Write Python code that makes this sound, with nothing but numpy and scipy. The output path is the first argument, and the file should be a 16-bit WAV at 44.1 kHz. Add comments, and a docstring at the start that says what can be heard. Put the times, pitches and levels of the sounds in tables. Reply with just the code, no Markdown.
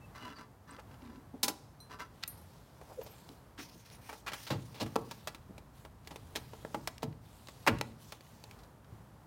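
"""A quiet workshop, ventilation humming. A roofer trims thin metal flashing with snips: the blades
advance in tiny slips that ring the sheet, the offcut snaps free and the steel jaws ping. He drops the
snips in a tool pouch, slides the piece over gritty shingles and presses it into a corner. The sheet
clicks and buckles under his hands, the plywood deck thumps below it, and his sleeves rustle."""
import sys
import numpy as np
from scipy import signal
from scipy.io import wavfile
from scipy.ndimage import uniform_filter1d

SR = 44100
rng = np.random.default_rng(int(sys.argv[2]) if len(sys.argv) > 2 else 0)


def to_wav(sig):
    """Store sig (one row per channel, or 1-D mono) as 16-bit WAV at the path in sys.argv[1].

    Samples outside -1..1 are clipped; the rate is SR.
    """
    pcm = np.clip(np.atleast_2d(sig), -1, 1) * 32767
    pcm = np.round(pcm).astype(np.int16)
    wavfile.write(sys.argv[1], SR, pcm.T)  # frames by channels


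N = 408454
BODY_MOTION = dict(rise_s=0.06, release_s=0.064, sag_db=-2)  # envelope of arm moves and leaning


def amp(db):
    """Decibels to gain."""
    return 10 ** (np.asarray(db) / 20)


def unit(x):
    """Scales to rms 1."""
    return x / np.sqrt(np.mean(x ** 2) + 1e-20)


def burst(x, seconds):
    """Scales to the energy of rms 1 held for that long."""
    return x * np.sqrt(seconds * SR / (np.sum(x ** 2) + 1e-20))


def curve(points, hz):
    """Joins breakpoints with straight lines over log frequency."""
    f, value = np.transpose(points)
    return np.interp(np.log(hz + 1), np.log(f + 1), value)


def add(mix, start_s, sound):
    """Drops a sound into the mix."""
    part = mix[max(round(start_s * SR), 0):][:len(sound)]
    part += sound[:len(part)]


def colour(x, eq, size=4096):
    """Minimum-phase EQ through (f/Hz, gain/dB) points, so attacks stay sharp."""
    log_gain = np.log(amp(curve(eq, abs(np.fft.fftfreq(size, 1 / SR)))))
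    taps = np.fft.ifft(np.exp(np.conj(signal.hilbert(log_gain)))).real
    return signal.fftconvolve(x, taps[:size // 2])[:len(x)]


def grit(size, spread_db):
    """Tiny contacts of unequal strength."""
    grains, strength = rng.standard_normal((2, size))
    return unit(grains * amp(spread_db * np.clip(strength, -2, 2)))


def waver(samples):
    """A smooth random drift of rms 1 that changes over that many samples."""
    drift = uniform_filter1d(rng.standard_normal(N), samples)
    return unit(uniform_filter1d(drift, samples // 2))


def ring(modes, struck=False):
    """Dying modes; their level is the resonance gain, or the starting height when struck."""
    t = np.arange(SR // 2) / SR
    out = np.zeros(len(t))
    for hz, db, t60 in modes:
        rate = np.log(1000) / t60
        height, phase = (1, rng.random()) if struck else (2 * rate / SR, 0)
        out += height * amp(db) * np.exp(-rate * t) * np.cos(2 * np.pi * (hz * t + phase))
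    return out


def resonate(force, modes):
    """The ringing that a force leaves in a body."""
    return signal.fftconvolve(force, ring(modes))[:len(force)]


def strokes(rows, rise_s, release_s, sag_db):
    """Envelope of hand strokes: each rises, peaks midway, sags toward its ends and dies away."""
    out, time = np.zeros(N), np.arange(N) / SR
    for start, length, db in rows:
        t = time - start
        off_centre = (2 * np.clip(t / length, 0, 1) - 1) ** 2
        release = np.exp(-np.maximum(t - length, 0) / release_s)
        out += amp(db + sag_db * off_centre) * np.clip(t / rise_s, 0, 1) * release
    return out


def friction(envelope, eq, spread_db, catch_db, patch_db=2.5):
    """Fine grains under an uneven grip; the colour drifts as the contact moves."""
    grains = grit(N, spread_db) * amp(catch_db * waver(400))
    spectrum = signal.stft(grains, nperseg=512)[2]
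    patches = uniform_filter1d(rng.standard_normal(spectrum.shape), 18, axis=0)
    patches = unit(uniform_filter1d(patches, 16, axis=1))
    drifting = signal.istft(spectrum * amp(patch_db * patches), nperseg=512)[1][:N]
    return envelope * unit(colour(drifting, eq))


def contacts(rows, fizz_db, snap=4.06, pop_s=0.0045):
    """Each contact is a snap and a short chatter against the grit; fizz is its top octave."""
    out, t = np.zeros(N), np.arange(SR // 4) / SR
    for start, db, build, decay, body, bright in rows:
        touch = 0.76 * np.exp(-build / 0.03)  # long scuffs begin softly
        attack = np.minimum(touch + (1 - touch) * t / build, 1)
        force = grit(len(t), spread_db=5) * attack * np.exp(-np.maximum(t - build, 0) / decay)
        force[round(build * SR / 2)] += snap
        dulling_db = 3.5 * min(np.log2(decay / pop_s), 0)  # short pops barely touch the grit
        fizz = fizz_db + 0.67 * bright + dulling_db
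        eq = [(50, body - 34), (200, body - 4), (560, body), (900, 0.61 * body + 1), (1500, 0),
              (2700, 0.49 * bright - 0.5), (4000, bright), (9500, fizz), (16000, fizz - 3)]
        add(out, start, amp(db) * colour(burst(force, .01), eq))
    return out


def pings(blows, modes):
    """A small free piece of metal rings after each blow; hard blows favour its high modes."""
    out = np.zeros(N)
    for start, db, hardness in blows:
        excited = [(hz, mode_db + hardness * np.log2(hz / 8000), t60) for hz, mode_db, t60 in modes]
        add(out, start, amp(db) * ring(excited, struck=True))
    return out


def ventilation(level_db=-57, waver_db=1.23):
    """The workshop's air: a low, gently wavering bed of noise."""
    # ventilation spectrum: f/Hz, level/dB
    air_eq = [(12, -32.5), (25, -31), (38, -25), (52, -6), (75, -7), (115, -4), (155, -8.5), (230, -14),
              (310, -18), (550, -20), (950, -20), (1600, -28.5), (2500, -36), (4000, -39), (8000, -42),
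              (13500, -42), (16000, -45.5)]
    return amp(level_db + waver_db * waver(6000)) * unit(colour(rng.standard_normal(N), air_eq, 16384))


def room(x, onset_s=0.0014):
    """A short diffuse tail that lingers longest in the bass."""
    # reverb time: f/Hz, t60/s
    decay_times = [(100, 0.91), (500, 0.33), (2000, 0.37), (6000, 0.64), (15000, 0.26)]
    # reverb tone: f/Hz, level/dB
    tail_eq = [(100, -1), (600, 1.5), (2000, -6.5), (6000, -14), (15000, -8.5)]
    hz, t, noise = signal.stft(rng.standard_normal(SR), SR, nperseg=256)
    fade = np.exp(-np.log(1000) * t / curve(decay_times, hz)[:, None])
    tail = signal.istft(noise * amp(curve(tail_eq, hz)[:, None]) * fade, SR, nperseg=256)[1]
    tail *= np.minimum(np.arange(len(tail)) / SR / onset_s, 1) ** 2
    return signal.fftconvolve(x, tail / np.linalg.norm(tail))[:N]


def cloth_rustle():
    """Sleeves and tool belt rub as the arms move."""
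    # arm moves: t/s, length/s, level/dB
    moves = [(2.1, 0.69, -68.5), (2.8, 0.55, -63), (5.02, .33, -66.5), (5.72, 0.1, -62),
             (6.02, 0.34, -65.5), (6.33, 0.59, -62.5), (7.2, .68, -63), (7.97, 0.18, -59),
             (8.19, 0.35, -65.5)]
    # cloth spectrum: f/Hz, level/dB
    rustle_eq = [(800, -8.5), (2000, -4.5), (3500, -1.5), (6500, -5), (10000, -7.5), (16000, -10)]
    return friction(strokes(moves, **BODY_MOTION), rustle_eq, spread_db=5.5, catch_db=1.0)


def deck_rumble():
    """The deck rumbles as the roofer leans his weight on it."""
    # leans: t/s, length/s, level/dB
    leans = [(5.3, 1.95, -60)]
    # rumble spectrum: f/Hz, level/dB
    rumble_eq = [(15, -26), (35, -6), (55, -0.5), (130, -5.5), (200, -12.5), (500, -41.5), (2000, -70)]
    return strokes(leans, **BODY_MOTION) * unit(colour(rng.standard_normal(N), rumble_eq, 16384))


def thumps(blows, push_s, deck_share, rattle=0.82):
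    """A soft push rocks the panel for a few cycles, rattles it and rings the deck's low modes."""
    # plywood deck modes: f/Hz, level/dB, t60/s
    deck_modes = [(100, -2, .4), (122, 5, .5), (140, -2, .35), (226, -2, .22), (248, -5, .2), (331, 1, .16),
                  (453, 1, .14)]
    out, t = np.zeros(N), np.arange(SR // 2) / SR
    for start, db, hz in blows:
        eq = [(hz / 4, -34), (hz / 2, -9), (hz, 0), (hz * 3.03, -12), (hz * 6, -45), (hz * 20, -80)]
        rattling = rattle * (deck_share + 0.8) * unit(colour(rng.standard_normal(len(t)), eq))
        rocking = (1 - deck_share) * np.sin(2 * np.pi * hz * t)
        push = (rocking + rattling) * t / push_s * np.exp(-t / push_s)
        thump = push + deck_share * amp(8) * resonate(push, deck_modes)
        add(out, start, amp(db) * burst(thump, .1))
    return out


def deck_knocks(sway_delay_s=.035, sway_db=-4, sway_hz=106.5):
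    """Knocks on the deck, each trailed by the sway of a slow bending wave, and softer bumps."""
    # the sheet is pushed down onto the deck: t/s, level/dB, f/Hz
    knocks = [(4.507, -36, 172), (4.811, -39.5, 150), (4.963, -46.5, 250), (6.357, -55.5, 222),
              (6.747, -47, 199), (7.033, -41, 188), (7.677, -31.5, 207)]
    # hands and snips bump the sheet: t/s, level/dB, f/Hz
    bumps = [(1.335, -49, 260), (1.432, -46, 233), (1.483, -45.5, 298), (3.29, -57.5, 278),
             (3.585, -52.5, 283), (3.742, -58, 178), (5.489, -54, 193), (8.919, -51, 110)]
    sways = [(start + sway_delay_s, db + sway_db, sway_hz) for start, db, _ in knocks]
    return (thumps(knocks, push_s=.012, deck_share=0.93)
            + thumps(sways, push_s=.017, deck_share=0.5)
            + thumps(bumps, push_s=.01, deck_share=0.15))


def shingle_slide():
    """The sheet scrapes over the shingles' grit in short pushes."""
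    # pushes: t/s, length/s, level/dB
    pushes = [(3.585, 0.075, -56), (3.68, 0.15, -65), (3.845, 0.047, -64.5), (3.905, .06, -59.5),
              (4.01, 0.19, -61), (4.33, .17, -55), (4.55, 0.2, -65), (4.74, 0.27, -67), (4.97, 0.25, -66.5)]
    # scrape spectrum: f/Hz, level/dB
    scrape_eq = [(400, -16), (1200, -2.5), (2400, 0.5), (3600, -2), (5600, 2), (7800, -6.5), (10000, -3),
                 (12500, -11), (14200, -2), (16000, -10)]
    envelope = strokes(pushes, rise_s=0.0081, release_s=0.027, sag_db=-5)
    return friction(envelope, scrape_eq, spread_db=-0.5, catch_db=1.9)


def squeaks():
    """Brief rubs of the snips and the pouch excite one narrow resonance each."""
    # rubs: t/s, length/s, f/Hz, bandwidth/Hz, level/dB
    rubs = [(0, 0.076, 2640, 30, -67.5), (0.157, .2, 2920, 60, -62.5), (0.348, .046, 4620, 150, -63),
            (0.701, .022, 8300, 600, -61), (2.88, 0.069, 654, 402, -55.5), (2.965, 0.058, 487.5, 70, -44),
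            (3.02, .037, 13500, 1200, -59), (3.08, 0.076, 12600, 900, -67)]
    out = np.zeros(N)
    for start, length, hz, width, db in rubs:
        t = np.arange(int(length * SR)) / SR
        wander = signal.lfilter([1], [1, -np.exp(-np.pi * width / SR)], rng.standard_normal((2, len(t))))
        wander = uniform_filter1d(wander, max(int(SR / width / 3), 1), axis=1)
        tone = ((wander[0] + 1j * wander[1]) * np.exp(2j * np.pi * hz * t)).real
        add(out, start, amp(db) * unit(tone * np.hanning(len(t))))
    return out


def jaws(tick_db=-10, build_s=.001, decay_s=.005, body_db=-16, bright_db=-6):
    """The snips' steel jaws tick and ring as they open; a harder blow ticks more."""
    # jaw modes: f/Hz, level/dB, t60/s
    jaw_modes = [(4081, -8, .23), (5841, -13, .16), (8850, -4, .23), (10500, -7, .26), (12890, 0, .16)]
    # blows on the jaws: t/s, level/dB, hardness/(dB per octave)
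    blows = [(1.803, -53.5, -11), (2.277, -46, 9.5), (2.376, -62, 0), (2.413, -68, 6)]
    ticks = [(start, db + tick_db + hardness, build_s, decay_s, body_db, bright_db)
             for start, db, hardness in blows]
    return contacts(ticks, fizz_db=12) + amp(-1.5) * pings(blows, jaw_modes)


def offcut():
    """The small offcut rings as it snaps free."""
    # offcut modes: f/Hz, level/dB, t60/s
    offcut_modes = [(800, -6, .3), (996, -5, .22), (1410, -9, .2), (3981, 1, .05), (4469, 0, .05),
                    (4800, 0, .05), (5214, 0, .07), (5475, -3, .07), (6132, -11, .12), (6390, -9, .1),
                    (9659, -5, .06)]
    # blows on the offcut: t/s, level/dB, hardness/(dB per octave)
    blows = [(1.432, -32.5, 1), (1.482, -40.5, -0.68)]
    return pings(blows, offcut_modes)


def shearing(slips_per_s=1600, direct_db=-4, catch_db=0.9):
    """The blades advance in tiny, clumped slips that ring the sheet; it flexes under each squeeze."""
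    # squeezes of the snips: t/s, length/s, cut level/dB, flex level/dB
    cuts = [(0.14, 0.053, -50.5, -65), (0.201, .13, -50, -55.5), (0.358, 0.074, -53, -60),
            (0.667, 0.1, -55.5, -61.5), (0.896, .055, -65, -65), (0.992, 0.21, -65, -54.5),
            (1.893, 0.056, -50, -61), (1.985, 0.039, -40.5, -72)]
    # modes of the sheet held free: f/Hz, level/dB, t60/s
    free_modes = [(257, 3, 0.1), (430, 9, 0.14), (620, -2, 0.053), (994, 6.5, .08), (1165, 2, 0.13),
                  (1337, 7, 0.12), (1543, 7.5, 0.11), (1747, 5, 0.13), (2036, 4, 0.07), (2430, -6, 0.11),
                  (2740, 6.5, 0.037), (2900, 8, 0.067), (3370, 7, 0.057), (3980, 6.5, .04),
                  (4700, 3, 0.086), (4900, 6, 0.082), (5850, 7, 0.077)]
    # cutting force spectrum: f/Hz, level/dB
    cut_eq = [(150, -10), (300, -6), (550, -8.5), (1100, 1.5), (1800, -4), (3000, -15), (5000, -13),
              (7500, -21), (15000, -26)]
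    # low flexing spectrum: f/Hz, level/dB
    flex_eq = [(100, -35.5), (190, -10.5), (250, 0), (330, -12.5), (600, -28.5), (2000, -66)]
    squeeze = dict(rise_s=.014, release_s=0.021, sag_db=-5.5)
    pressure = amp(-1) * strokes([(start, length, db) for start, length, db, _ in cuts], **squeeze)
    bending = strokes([(start, length, db) for start, length, _, db in cuts], **squeeze)
    slips = unit(grit(N, spread_db=3) * (rng.random(N) < slips_per_s / SR))
    hiss = .5 * rng.standard_normal(N)
    force = unit(colour((slips + hiss) * amp(catch_db * waver(400)), cut_eq))
    body = ring(free_modes)
    body[0] += amp(direct_db)  # the bare crunch, heard alongside the ring
    steady_rms = np.std(signal.fftconvolve(force, body)[:N])
    cutting = signal.fftconvolve(force * pressure, body)[:N] / steady_rms
    flexing = bending * unit(colour(rng.standard_normal(N), flex_eq))
    return cutting + flexing


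def strain_ticks(build_s=0.0025, decay_s=0.0035, vary_db=2.5, body_db=-2, bright_db=-2):
    """Faint ticks at random moments while the metal is under strain."""
    # stretches of strain: start/s, end/s, rate/(ticks per s), level/dB
    stretches = [(0.897, 1.189, 25, -69.5), (4.598, 9.249, 1.5, -71)]
    ticks = []
    for start, end, per_s, db in stretches:
        count = max(round((end - start) * per_s), 1)
        for when, strength in rng.random((count, 2)):
            tick_db = db + vary_db * (2 * strength - 1)
            ticks.append((start + when * (end - start), tick_db, build_s, decay_s, body_db, bright_db))
    return contacts(ticks, fizz_db=-20)


def buckling(ring_db=-6, click_build_share=.2):
    """Clicks, scuffs, snaps and ticks briefly ring the hand-damped flashing."""
    # modes of the damped sheet: f/Hz, level/dB, t60/s
    sheet_modes = [(453, 2, .09), (575, 0, .08), (843, 4, .08), (938, 4, .1), (1120, -1, .06),
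                   (1341, 5, .1), (1669, 1, .08), (1968, 1, .08), (2297, 2, .09), (2400, 3, .1),
                   (2640, 1, .09), (2804, 3, .09), (3981, 0, .05), (4469, 0, .05), (5214, 2, .06),
                   (6300, 0, .05)]
    # sharp clicks of sheet and snips: t/s, level/dB, decay/s, body/dB, brightness/dB
    clicks = [(0.766, -70.5, .0015, -5, 3), (0.795, -64.5, 0.0071, 3, -0.5), (2.813, -62, 0.0081, 16.5, -9),
              (3.013, -61, 0.011, 15, -2), (3.064, -63.5, 0.0148, 15.5, 5), (3.29, -71, .0022, 18, 12),
              (3.901, -64, 0.0014, -20, 5), (4.092, -47.5, 0.018, 4.5, -9.5), (4.127, -51.5, 0.016, 4, -9),
              (4.333, -42.5, 0.0138, -3.5, -5.5), (4.826, -50, 0.0094, 12.5, -0.5),
              (4.861, -53, 0.012, 4, -7), (4.957, -45, 0.0057, 13.5, -4.5), (4.9624, -33, .0015, 10.5, -14),
              (5.111, -53, 0.0085, 9.5, 4), (5.273, -43.5, 0.0092, 4.5, -1), (5.347, -54, 0.0067, 3, -3),
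              (5.58, -60.5, 0.0056, 11.5, -1), (5.85, -56.5, 0.0084, 8.5, -9.5),
              (6.073, -55.5, 0.0048, 2, 1), (6.159, -54.5, 0.0062, 6, -1), (6.354, -50, 0.0027, 2, -5),
              (6.358, -40.5, 0.0095, 0, -1), (6.533, -57.5, .009, 12.5, -11),
              (6.6493, -48.5, 0.0021, 12, -20), (6.7448, -43, 0.0066, 11.5, -13.5),
              (6.874, -40.5, 0.0049, 2, -1), (6.981, -63, 0.0019, -16, 9.5), (7.03, -48, 0.0077, 15, -1),
              (7.472, -63, 0.0022, -3, 5.5), (7.485, -56, 0.0077, 9.5, -2.5), (7.6652, -33.5, .007, 0, -17),
              (7.786, -56, 0.003, 2, 0), (7.812, -38.5, 0.002, 7, -2.5), (8.122, -49.5, 0.006, 4.5, -4),
              (8.208, -67, .003, 10, 5), (8.439, -64, 0.0046, 15.5, 7), (8.511, -60.5, 0.0039, -8, -1),
              (8.589, -76, .013, 1, 10), (8.634, -76, 0.009, 2, 10)]
    # the sheet drags, then gives way: t/s, level/dB, build/s, decay/s, body/dB, brightness/dB
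    scuffs = [(0.784, -51, 0.0077, 0.012, 3, -24), (2.226, -55, 0.0083, .0025, -5, 5),
              (2.236, -45.5, 0.0019, 0.0015, -11, 7.5), (3.577, -46, 0.026, 0.0068, -6.5, -7),
              (4.263, -38, 0.021, 0.015, -5, -7.5), (4.318, -48, 0.0062, 0.0069, 1, -5),
              (4.466, -48.5, 0.012, 0.015, -4, 1.5), (4.5032, -39.5, 0.0067, 0.021, 9, -2.5),
              (4.744, -54.5, 0.0034, 0.073, 6, 0.5), (4.8, -46.5, .018, 0.0083, 10.5, 7),
              (6.107, -54.5, .006, 0.012, 12.5, -2), (7.022, -60.5, .007, .003, 10, 5),
              (7.673, -21, 0.0061, 0.0084, -0.5, -13)]
    # the last metal snaps between the blades: t/s, level/dB, build/s, decay/s, body/dB, brightness/dB
    snaps = [(1.43, -41, 0.0073, 0.011, -3, 7.5), (1.4804, -41, 0.0032, 0.01, 5.5, 0)]
    clicks = [(start, db, click_build_share * decay, decay, body, bright)
              for start, db, decay, body, bright in clicks]
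    force = contacts(clicks, fizz_db=-10.5) + contacts(scuffs, fizz_db=-16)
    force += contacts(snaps, fizz_db=-1) + strain_ticks()
    return force + amp(ring_db) * resonate(force, sheet_modes)


def scene():
    """Sheet, snips, cloth and deck, close up in a fairly dry room."""
    sheet = amp(12) * buckling() + amp(1.5) * shearing() + offcut()
    snips = jaws() + squeaks()
    rubbing = amp(2.5) * shingle_slide() + amp(-1.5) * cloth_rustle()
    deck = amp(-3) * deck_knocks() + deck_rumble()
    near = sheet + snips + rubbing + deck
    return (near + amp(-17) * room(near) + ventilation())[None]


def record(dry):
    """A steep low-pass trims the very top of the treble."""
    lowpass = signal.firwin(401, 16150, window=("kaiser", 8), fs=SR)
    return signal.oaconvolve(dry, lowpass[None], "same")


dry = scene()
out = record(dry)
to_wav(out)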